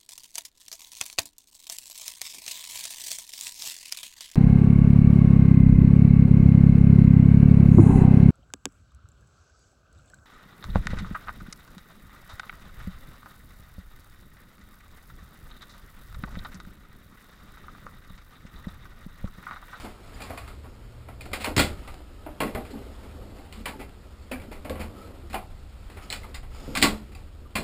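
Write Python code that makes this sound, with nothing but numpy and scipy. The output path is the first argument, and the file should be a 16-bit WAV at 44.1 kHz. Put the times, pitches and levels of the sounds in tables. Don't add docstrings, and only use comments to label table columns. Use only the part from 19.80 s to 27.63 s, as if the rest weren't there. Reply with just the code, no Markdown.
import sys
import numpy as np
from scipy import signal
from scipy.fft import rfft, irfft, next_fast_len
from scipy.io import wavfile
from scipy.ndimage import uniform_filter1d

SR = 44100
rng = np.random.default_rng(int(sys.argv[2]) if len(sys.argv) > 2 else 0)


def field_ratio(decibels):
    return 10 ** (np.asarray(decibels, dtype=float) / 20)


def to_wav(sig):
    pcm = np.clip(np.atleast_2d(sig), -1, 1) * 32767
    pcm = np.round(pcm).astype(np.int16)
    wavfile.write(sys.argv[1], SR, pcm.T)


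N = 345303

# t/s, f/Hz, level/dB
MOTOR = [
    (0, 103, -56),
    (.5, 112, -53),
    (1.0, 116.5, -52.5),
    (1.15, 118, -46),
    (1.65, 122, -53.5),
    (1.9, 126, -75),
]
# t/s, level/dB
BUILDING = [(0, -42.5), (.2, -46), (.61, -42), (1.0, -44.5), (1.35, -43), (1.6, -43), (1.95, -40),
            (2.25, -45.5), (2.77, -42.5), (3.6, -43), (4.35, -43.5), (5.0, -43), (5.35, -44.5),
            (5.8, -41.5), (6.15, -40.5), (6.4, -42), (6.9, -39), (7.54, -42), (7.83, -41.5)]
# t/s, push on the leaf level/dB, hand and sleeve level/dB
HANDLING = [(0, -53, -42.5), (.17, -57.5, -53), (.5, -50, -45.5), (.76, -56.5, -55.5), (1.4, -56, -57),
            (2.11, -51.5, -50.5), (2.28, -58, -57), (2.9, -50.5, -51), (3.5, -50, -53.5), (4.4, -58, -56.5),
            (5.0, -51, -55), (5.3, -47.5, -54), (5.45, -56.5, -56.5), (6.001, -58.5, -56.5),
            (6.35, -51, -49.5), (6.65, -61, -59.5), (6.85, -51.5, -49.5), (7.3, -59, -59)]
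# f/Hz, density/dB
RUMBLE_SPECTRUM = [(12, -38), (18, -5), (26, 3), (36, -4.5), (77, -1.5), (110, -13), (200, -25.5),
                   (400, -48.5)]
CREAK_SPECTRUM = [(100, -18.5), (200, 3.5), (300, 4.5), (500, 0.5), (900, -11.5), (1600, -32)]
RUSTLE_SPECTRUM = [(300, -4.5), (700, -2.5), (1040, -2.5), (1300, 1), (1640, -6.5), (2600, -9), (4500, -13),
                   (7000, -8.5)]
# level below the contact/dB, time to the top/s
LEAF_SHAKE = (-9, 0.027)
TRIM_SHAKE = (-18, 0.04)
WALL_SHAKE = (-15, 0.056)
# f/Hz, density/dB
STRAP_SPECTRUM = [(900, -33), (1210, -15), (1290, 9), (1380, -16), (1900, -14)]
# t/s, length/s, level/dB
STRAP_RUBS = [
    (-.1, 0.3, -62),
    (.3, 0.68, -74),
    (1.85, 0.64, -67),
    (2.7, 0.78, -78),
    (5.13, 0.2, -59),
    (6.1, 0.25, -65),
    (6.7, 0.29, -63),
]
# f/Hz, density/dB
SCRAPE_SPECTRUM = [(1500, -22), (2200, 4), (3300, 0), (4200, -7), (5000, 7), (5600, 4), (7000, -17)]
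# t/s, length/s, level/dB
SCRAPES = [
    (6.207, 0.07, -55.5),
    (6.716, 0.256, -58),
]
# t/s, length/s, f/Hz, level/dB
SQUEAKS = [
    (.338, .024, 4880, -54),
    (.416, .015, 4830, -47),
    (.429, .03, 4860, -53),
    (7.65, .028, 1185, -58),
]
# f/Hz, t60/s
HALL_DECAY = [(100, 0.32), (400, 0.47), (1200, 0.24), (3000, 0.21), (6000, 0.23)]
# f/Hz, level/dB, t60/s
DOOR_MODES = [(76, 1, 0.062), (120, -13, 0.23), (155.4, -7.5, 0.6), (214, -2.5, 0.27), (278.2, 3.5, 0.048),
              (307.7, -5, 0.16), (365, -12.5, 0.28), (402.2, -4.5, 0.17), (500, -11.5, 0.15),
              (579, -10, 0.13)]
# low f/Hz, high f/Hz, hump f/Hz, hump width/Hz, hump level/dB
LOCK_CASE = (1360, 2780, 2100, 380, 4.7)
PINS = (2570, 7700, 4320, 1760, 2.6)
KNOB = (437, 1390, 720, 290, 1.6)
# f/Hz, width/Hz, level/dB
PLATE_MODES = [(958, 60, -6.5), (1131, 41, -6.5), (1406, 35, -3.5), (1992, 39, -7), (2425, 70, -4.5),
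               (2730, 82, -11.5), (3380, 79, -16.5), (4330, 87, -12.5), (4740, 71, -16.5)]
# t/s, blow level/dB, door thump level/dB, brightness/dB
FIRST_TURN = [(.001, -71, -64, -3), (.4174, -53.5, -72, 6.5), (.5012, -49.5, -47, -12),
              (.5328, -59, -63, -8), (.5745, -44, -63, -5), (.6764, -50.5, -53.5, -4.5),
              (.842, -58, -51.5, -11.5), (1.2843, -54, -66, -9.5), (1.4085, -50.5, -71, -1.5),
              (1.454, -53, -46.5, -2), (1.5143, -54, -39, -6), (1.5314, -33.5, -40.5, -3.5),
              (1.6429, -32, -64, -3.5), (1.6698, -50, -32, -17.5), (1.7647, -30, -25, 0),
              (1.7776, -25.5, -23.5, -1), (1.7933, -26, -32, 0.8), (1.8101, -44, -35, 6),
              (2.0753, -48, -68, -6.5)]
# t/s, blow level/dB, door thump level/dB, brightness/dB
KNOB_STOPS = [(2.461, -53, -42, -15), (2.6029, -32, -31, -7.5), (2.7496, -41.5, -30, -10),
              (2.8498, -52.5, -48, -6), (2.9063, -57.5, -42, 3.5), (2.9485, -64, -39.5, -12),
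              (3.23, -61, -47, -3), (3.582, -56.5, -51, -6), (3.8567, -37.5, -46.5, -6),
              (3.8797, -43.5, -41.5, -4), (4.513, -40, -40.5, -6.5), (4.5975, -59, -57, -6),
              (4.6156, -54.5, -46, -5), (4.8478, -47.5, -37, -10), (4.8975, -46.5, -34, -5.5),
              (5.006, -61, -56, -6), (5.0174, -60, -41, -1), (5.5289, -45, -49, -5),
              (5.5405, -38, -36.5, -8.5), (7.753, -30.5, -29.5, -3), (7.785, -51, -33, 6.5)]
# t/s, blow level/dB, door thump level/dB, brightness/dB
SECOND_TURN = [(6.098, -54.5, -52, -4.5), (6.1691, -50.5, -53, -7), (6.302, -41, -69, 0.5),
               (6.3253, -38.5, -54, 0), (6.443, -64, -61, -12), (6.544, -45.5, -56, -0.5),
               (6.6296, -57, -57, -9), (6.745, -57.5, -59, -10), (6.8766, -62, -34.5, -1),
               (6.9506, -32, -52, -1), (6.972, -35, -33, 4), (7.0157, -34, -25, 3.5),
               (7.0258, -20.5, -27, 2.5), (7.045, -35, -29, -11.5), (7.3176, -60, -54.5, -3)]
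# t/s, blow level/dB, door thump level/dB, brightness/dB
SLIDES = [
    (.402, -48, -60, -7.5),
    (2.6193, -43, -29.5, -6),
    (3.724, -53, -63, 0.5),
    (4.954, -50.5, -50, -11),
    (5.4984, -52, -46, -2),
    (6.343, -63, -53, 10),
    (7.349, -56.5, -54, -2.5),
]
# t/s, blow level/dB, door thump level/dB, brightness/dB
NUDGES = [
    (.036, -56, -42, -14.5),
    (1.598, -42.5, -45, -2),
    (3.99, -49.5, -40, -6),
    (4.71, -51, -42, -6.5),
    (4.992, -46, -39.5, -4.5),
    (6.428, -56.5, -51.5, -4.5),
]
# chatter t60/s, rise/s, first blow level over the chatter/dB
FIRST_KIND = (0.14, 0.0015, 4.5)
KNOB_KIND = (0.13, 0.0032, 7.8)
SECOND_KIND = (.13, 0.0019, 4.4)
SLIDE_KIND = (0.3, 0.0024, 11)
NUDGE_KIND = (0.17, 0.015, -7)
# t/s, level/dB, f/Hz, t60/s
RINGS = [(.506, -30, 645, 0.033), (.534, -32, 680, 0.032), (1.288, -35.5, 690, 0.032),
         (1.463, -37.5, 715, 0.041), (1.765, -14.5, 108, 0.24), (1.771, -23, 76, 0.35),
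         (2.138, -44, 750, 0.058), (2.463, -41, 308, 0.13), (2.465, -35.5, 644, 0.076),
         (2.752, -38, 618, 0.24), (2.765, -36, 791, 0.1), (2.77, -31, 482, 0.1),
         (2.93, -35, 269, .15), (4.9, -33, 76, 0.62), (4.905, -22, 515, 0.046),
         (5.542, -27.5, 776, 0.079), (5.558, -26, 745, 0.035), (7.04, -24, 153, 0.25),
         (7.355, -46, 750, 0.051), (7.757, -27.5, 1042, 0.05),
         (.04, -43, 321, 0.16), (.042, -40, 426, 0.079), (1.79, -21.5, 156.8, 0.48),
              (2.63, -42, 219.4, 0.69), (2.946, -39, 219, 0.28), (3.77, -41, 214, 0.46),
              (4.515, -32.5, 257, 0.13), (4.729, -45, 214, 0.55), (4.999, -37, 214, 0.4),
              (5.435, -45, 342, 0.22), (7.051, -29, 214, 0.42),
         (.4194, -37, 2460, .025), (1.409, -36.5, 2450, 0.034), (1.41, -49, 4830, 0.06),
               (1.533, -29, 2044, 0.074), (1.644, -29.5, 4340, .022), (3.859, -29.5, 3000, 0.023),
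               (4.517, -27, 2550, 0.015), (5.545, -35.5, 2960, .044), (6.546, -45, 4970, 0.086),
               (6.547, -39, 3710, 0.027), (6.552, -46, 2044, 0.15), (6.327, -35, 2400, 0.026),
               (7.349, -47, 2590, .04), (7.35, -48, 4750, 0.044), (7.35, -55, 3900, 0.035),
         (.445, -44, 1060, .08), (.579, -42, 689, .07), (.62, -47, 689, .07),
              (0.681, -40.5, 1270, 0.042), (.714, -47, 1270, .05), (1.289, -44, 1321, .05),
              (1.458, -45, 1390, 0.065), (1.538, -40, 754, .1), (1.66, -33, 574, .08),
              (1.794, -23, 810, 0.085), (1.794, -23, 584, 0.08), (1.794, -23, 1422, .1),
              (1.797, -20.5, 281, 0.074), (2.078, -46, 1200, 0.11), (2.47, -47, 1180, .08),
              (2.63, -24, 433, .08), (2.85, -53, 1141, .07), (2.94, -40, 820, 0.051), (3.6, -50, 795, 0.13),
              (3.935, -41.5, 876, 0.077), (3.957, -42, 280, .1), (3.957, -46, 495, 0.095),
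              (4.015, -41, 808, 0.087), (4.513, -28.5, 523, 0.034), (4.515, -48, 1110, 0.074),
              (4.72, -43, 800, 0.054), (4.85, -43, 1150, 0.043), (4.898, -36, 1110, .05),
              (5.56, -34, 1013, .08), (6.165, -44, 388, .08), (6.326, -53, 760, 0.063),
              (6.442, -47, 873, 0.077), (6.443, -45, 1230, 0.067), (6.878, -39, 540, 0.11),
              (2.49, -42, 597, .15), (2.612, -29, 1100, 0.09), (1.77, -18.5, 105, 0.13),
              (3.806, -37, 213, .12), (6.96, -31, 1177, .1), (6.977, -29, 277, .1),
              (7.038, -22.5, 1127, 0.1), (7.039, -17, 295, 0.082), (7.077, -23, 192, .1),
              (2.652, -28, 208, .1), (4.538, -34, 255, .1), (4.68, -43.5, 228, .2), (5.045, -38, 217, 0.16),
              (6.9, -48, 500, 0.1), (2.775, -33, 229, 0.11), (1.68, -34, 310, 0.097),
              (1.769, -23, 342, 0.089),
         (0.58, -41, 2490, .05), (1.456, -53, 2850, 0.035), (1.532, -37, 2871, .04),
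           (1.657, -35, 1600, 0.045), (1.66, -33, 2900, 0.043), (1.766, -23, 5280, 0.034),
           (1.792, -24, 3350, 0.042), (1.806, -25, 2020, 0.046), (1.818, -29, 3560, 0.042),
           (1.839, -38, 3430, 0.046), (2.634, -34, 1970, .04), (2.676, -41, 1952, .04),
           (2.751, -35, 2125, 0.033), (3.857, -30.5, 2360, .05), (4.535, -39, 2330, .07),
           (4.558, -41, 1630, .04), (4.599, -45, 2300, 0.044), (4.896, -40, 1650, .03),
           (4.897, -42, 3618, 0.024), (6.327, -38, 5400, .03), (6.433, -43.5, 2080, .07),
           (6.56, -45, 4881, .06), (6.972, -25, 1560, .03), (7.016, -31, 3180, .03),
           (7.03, -21, 2010, 0.073), (7.06, -34, 4460, .05), (7.089, -35, 3290, 0.063),
           (7.755, -30, 2420, .05), (7.785, -36, 4140, .04)]
# t/s, level/dB, f/Hz
SNAPS = [(1.4076, -46, 3600), (3.726, -37, 4310), (3.726, -33.5, 2870), (2.604, -20.5, 2830),
         (4.899, -44, 2670), (6.302, -21.5, 4140), (6.326, -22.5, 3130), (6.326, -24, 4270),
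         (6.9725, -15, 2260), (7.026, -1.5, 2380), (7.026, -5, 4050)]
# t/s, level/dB
TICKS = [(0.5, -38), (.5752, -35), (.6772, -40), (1.4555, -38), (2.0762, -38), (2.143, -33.5), (2.605, -20),
         (2.7495, -27), (2.907, -39), (4.7166, -37), (4.848, -39), (4.8973, -25), (6.544, -32),
         (7.0271, -7), (1.5315, -30), (3.857, -24), (1.7648, -14), (1.8, -7), (1.806, -10), (4.095, -42),
         (2.57, -48), (6.4445, -48)]
# f/Hz, level/dB
ANTI_ALIAS = [(20, -1), (4600, 3.5), (5200, 0.5), (5600, -4), (6000, -8), (6300, -61)]


def evened(x):
    return x / np.sqrt(np.mean(x ** 2) + 1e-20)


def opening(x, db):
    return field_ratio(db) * x / np.sqrt(np.mean(x[:SR // 50] ** 2))


def read(points, hz):
    f, value = np.transpose(points)
    return np.interp(np.log(hz + 1), np.log(f + 1), value)


def add(mix, s, sound):
    part = mix[round(s * SR):][:len(sound)]
    part += sound[:len(part)]


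def murmur(spectrum, patchy_db, flicker_db, size=1024):
    frames, hz = 4 * N // size + 5, np.fft.rfftfreq(size, 1 / SR)
    a, b, patches = rng.standard_normal((frames, len(hz), 3)).T
    flicker = evened(uniform_filter1d(rng.standard_normal(frames), 4))
    patches = uniform_filter1d(patches, 8, axis=0)
    patches = evened(uniform_filter1d(patches, 10, axis=1))
    level_db = read(spectrum, hz)[:, None] + patchy_db * patches + flicker_db * flicker
    z = (a + 1j * b) * field_ratio(level_db)
    return evened(signal.istft(z, nperseg=size, noverlap=3 * size // 4)[1][:N])


def strokes(rows, edge_s):
    t, gain = np.arange(N) / SR, np.zeros(N)
    for s, length, db in rows:
        inside_s = np.minimum(t - s, s + length - t)
        gain += field_ratio(db) * np.clip(inside_s / edge_s, 0, 1)
    return gain


def contacts():
    kinds = ((FIRST_TURN, FIRST_KIND), (KNOB_STOPS, KNOB_KIND), (SECOND_TURN, SECOND_KIND),
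             (SLIDES, SLIDE_KIND), (NUDGES, NUDGE_KIND))
    return [(*row, *kind) for rows, kind in kinds for row in rows]


def shaken(rest_db, shake, column):
    below_db, top_s = shake
    power = field_ratio(2 * rest_db)
    u = np.arange(SR // 2) / SR / top_s
    for row in contacts():
        swell = field_ratio(row[column] + below_db) * u * np.exp(1 - u)
        add(power, row[0], swell ** 2)
    return np.sqrt(power)


def door_leaf(chance, spread_db):
    hz, db, t60 = np.transpose(DOOR_MODES)[:, :, None]
    level, start = chance.reshape(2, -1, 1)
    t = np.arange(SR // 3) / SR
    waves = np.sin(2 * np.pi * hz * t + 0.76 * start) * np.minimum(t / 0.0015, 1)
    return (field_ratio(db + spread_db * level - 60 * t / t60) * waves).sum(0)


def motor():
    s, hz, db = np.transpose(MOTOR)
    t = np.arange(N) / SR
    waver = evened(uniform_filter1d(rng.standard_normal(N), 3000))
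    turns = np.cumsum(np.interp(t, s, hz) * (1 + 0.015 * waver)) / SR
    return field_ratio(np.interp(t, s, db) + 1.8 * waver[::-1]) * np.sin(2 * np.pi * turns)


def building_rumble():
    rest_db = np.interp(np.arange(N) / SR, *np.transpose(BUILDING))
    rumble = murmur(RUMBLE_SPECTRUM, patchy_db=1.5, flicker_db=-0.8, size=4096)
    return shaken(rest_db, WALL_SHAKE, column=2) * rumble


def handling():
    s, *levels = np.transpose(HANDLING)
    push_db, sleeve_db = (np.interp(np.arange(N) / SR, s, level) for level in levels)
    creak = murmur(CREAK_SPECTRUM, patchy_db=0.5, flicker_db=2.0)
    response = door_leaf(np.zeros(2 * len(DOOR_MODES)), spread_db=0)
    leaf = evened(signal.fftconvolve(creak, response)[:N])
    creak = shaken(push_db, LEAF_SHAKE, column=2) * evened(creak + 0.4 * leaf)
    rustle = murmur(RUSTLE_SPECTRUM, patchy_db=-1.5, flicker_db=1.0)
    return creak + shaken(sleeve_db, TRIM_SHAKE, column=1) * rustle


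def strap():
    gain = field_ratio(-84) + strokes(STRAP_RUBS, edge_s=0.046)
    return gain * murmur(STRAP_SPECTRUM, patchy_db=2.5, flicker_db=3.5)


def key_scrape():
    noise = murmur(SCRAPE_SPECTRUM, patchy_db=0.5, flicker_db=0.0, size=256)
    return strokes(SCRAPES, edge_s=0.032) * noise


def squeaks():
    out = np.zeros(N)
    for s, length, hz, db in SQUEAKS:
        waver = evened(uniform_filter1d(rng.standard_normal(4000), 150))[:round(length * SR)]
        tone = np.sin(2 * np.pi * np.cumsum(hz * (1 + .008 * waver)) / SR)
        add(out, s, field_ratio(db + 2 * waver[::-1]) * tone * signal.windows.tukey(len(tone), .7))
    return out


def hallway(x, first_s):
    taps = np.zeros(SR // 2)
    at = np.arange(0, len(taps) - 20, 20)
    at = at + rng.integers(0, 20, len(at))
    taps[at] = rng.choice([-1., 1.], len(at))
    hz, t, z = signal.stft(taps, SR, nperseg=256)
    decay = field_ratio(-60 * t / read(HALL_DECAY, hz)[:, None])
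    tail = signal.istft(z * decay, SR, nperseg=256)[1]
    tail = np.r_[np.zeros(round(first_s * SR)), tail / np.linalg.norm(tail)]
    return signal.fftconvolve(x, tail)[:N]


def dense(part, drive):
    low_hz, high_hz, hump_hz, width_hz, hump_db = part
    band = signal.butter(3, [low_hz, high_hz], "bandpass", fs=SR, output="sos")
    passed = signal.sosfilt(band, drive)
    hump = signal.lfilter(*signal.iirpeak(hump_hz, hump_hz / width_hz, SR), passed)
    return passed + field_ratio(hump_db) * hump


def plates(x):
    out = x.copy()
    for hz, width_hz, db in PLATE_MODES:
        out += field_ratio(db) * signal.lfilter(*signal.iirpeak(hz, hz / width_hz, SR), x)
    return out


def contact(row, chance, chatter):
    s, blow_db, door_db, bright_db, t60, rise_s, first_db = row
    t = np.arange(len(chatter)) / SR
    blow = field_ratio(first_db - 60 * t / 0.012)
    loose = field_ratio(-60 * (t / t60) ** 1.34)
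    drive = chatter * (blow + loose) * np.minimum(t / rise_s, 1)
    metal = opening(dense(LOCK_CASE, drive), blow_db - 4.0)
    metal += opening(dense(PINS, drive), blow_db + bright_db - 3.0)
    metal += opening(dense(KNOB, drive), blow_db - bright_db - 8.5)
    push = drive * field_ratio(-60 * t / (0.013 + rise_s))
    thump = signal.fftconvolve(door_leaf(chance, spread_db=3.0), push)
    return metal, opening(thump, door_db - 3.0)


def struck_contacts():
    metal, doors = np.zeros((2, N))
    for row in contacts():
        chance = rng.standard_normal(2 * len(DOOR_MODES))
        grain = rng.exponential(1, 400).repeat(20)
        chatter = rng.standard_normal(8000) * field_ratio(1.2 * np.minimum(grain, 3.2))
        clack, thump = contact(row, chance, chatter)
        add(metal, row[0], clack)
        add(doors, row[0], thump)
    return doors + plates(metal)


def rings():
    out, t = np.zeros(N), np.arange(SR // 2) / SR
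    snaps = [(*row, 0.0083) for row in SNAPS]
    for s, db, hz, t60 in RINGS + snaps:
        rise = np.minimum(t * hz / 0.93, 1)
        add(out, s, field_ratio(db - 60 * t / t60) * np.sin(2 * np.pi * hz * t) * rise)
    return out


def ticks():
    out = np.zeros(N)
    u = np.arange(200) / SR / .00005
    for s, db in TICKS:
        add(out, s, field_ratio(db) * np.e * u * (2 - u) * np.exp(-u))
    return out


def lock_and_knob():
    return struck_contacts() + rings() + ticks()


def scene():
    background = motor() + building_rumble()
    close = handling() + strap() + key_scrape() + squeaks()
    lock = lock_and_knob()
    return (background + close + lock + field_ratio(-8) * hallway(lock, first_s=.003))[None]


def roll_off(x):
    return signal.sosfilt(signal.butter(12, 16480, fs=SR, output="sos"), x)


def record(dry):
    size = next_fast_len(N + SR)
    gain = field_ratio(read(ANTI_ALIAS, np.fft.rfftfreq(size, 1 / SR)))
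    soft = irfft(rfft(dry[0], size) * gain, size)
    soft = .95 * np.tanh(soft / .95)
    held = np.repeat(signal.resample_poly(soft, 40, 147, window=("kaiser", 2)), 4)
    back = signal.resample_poly(held, 147, 160)[1:N + 1]
    edge = signal.firwin(401, 15300, window=("kaiser", 5), fs=SR)
    return roll_off(signal.oaconvolve(back, edge, "same")[None])


dry = scene()
out = record(dry)
to_wav(out)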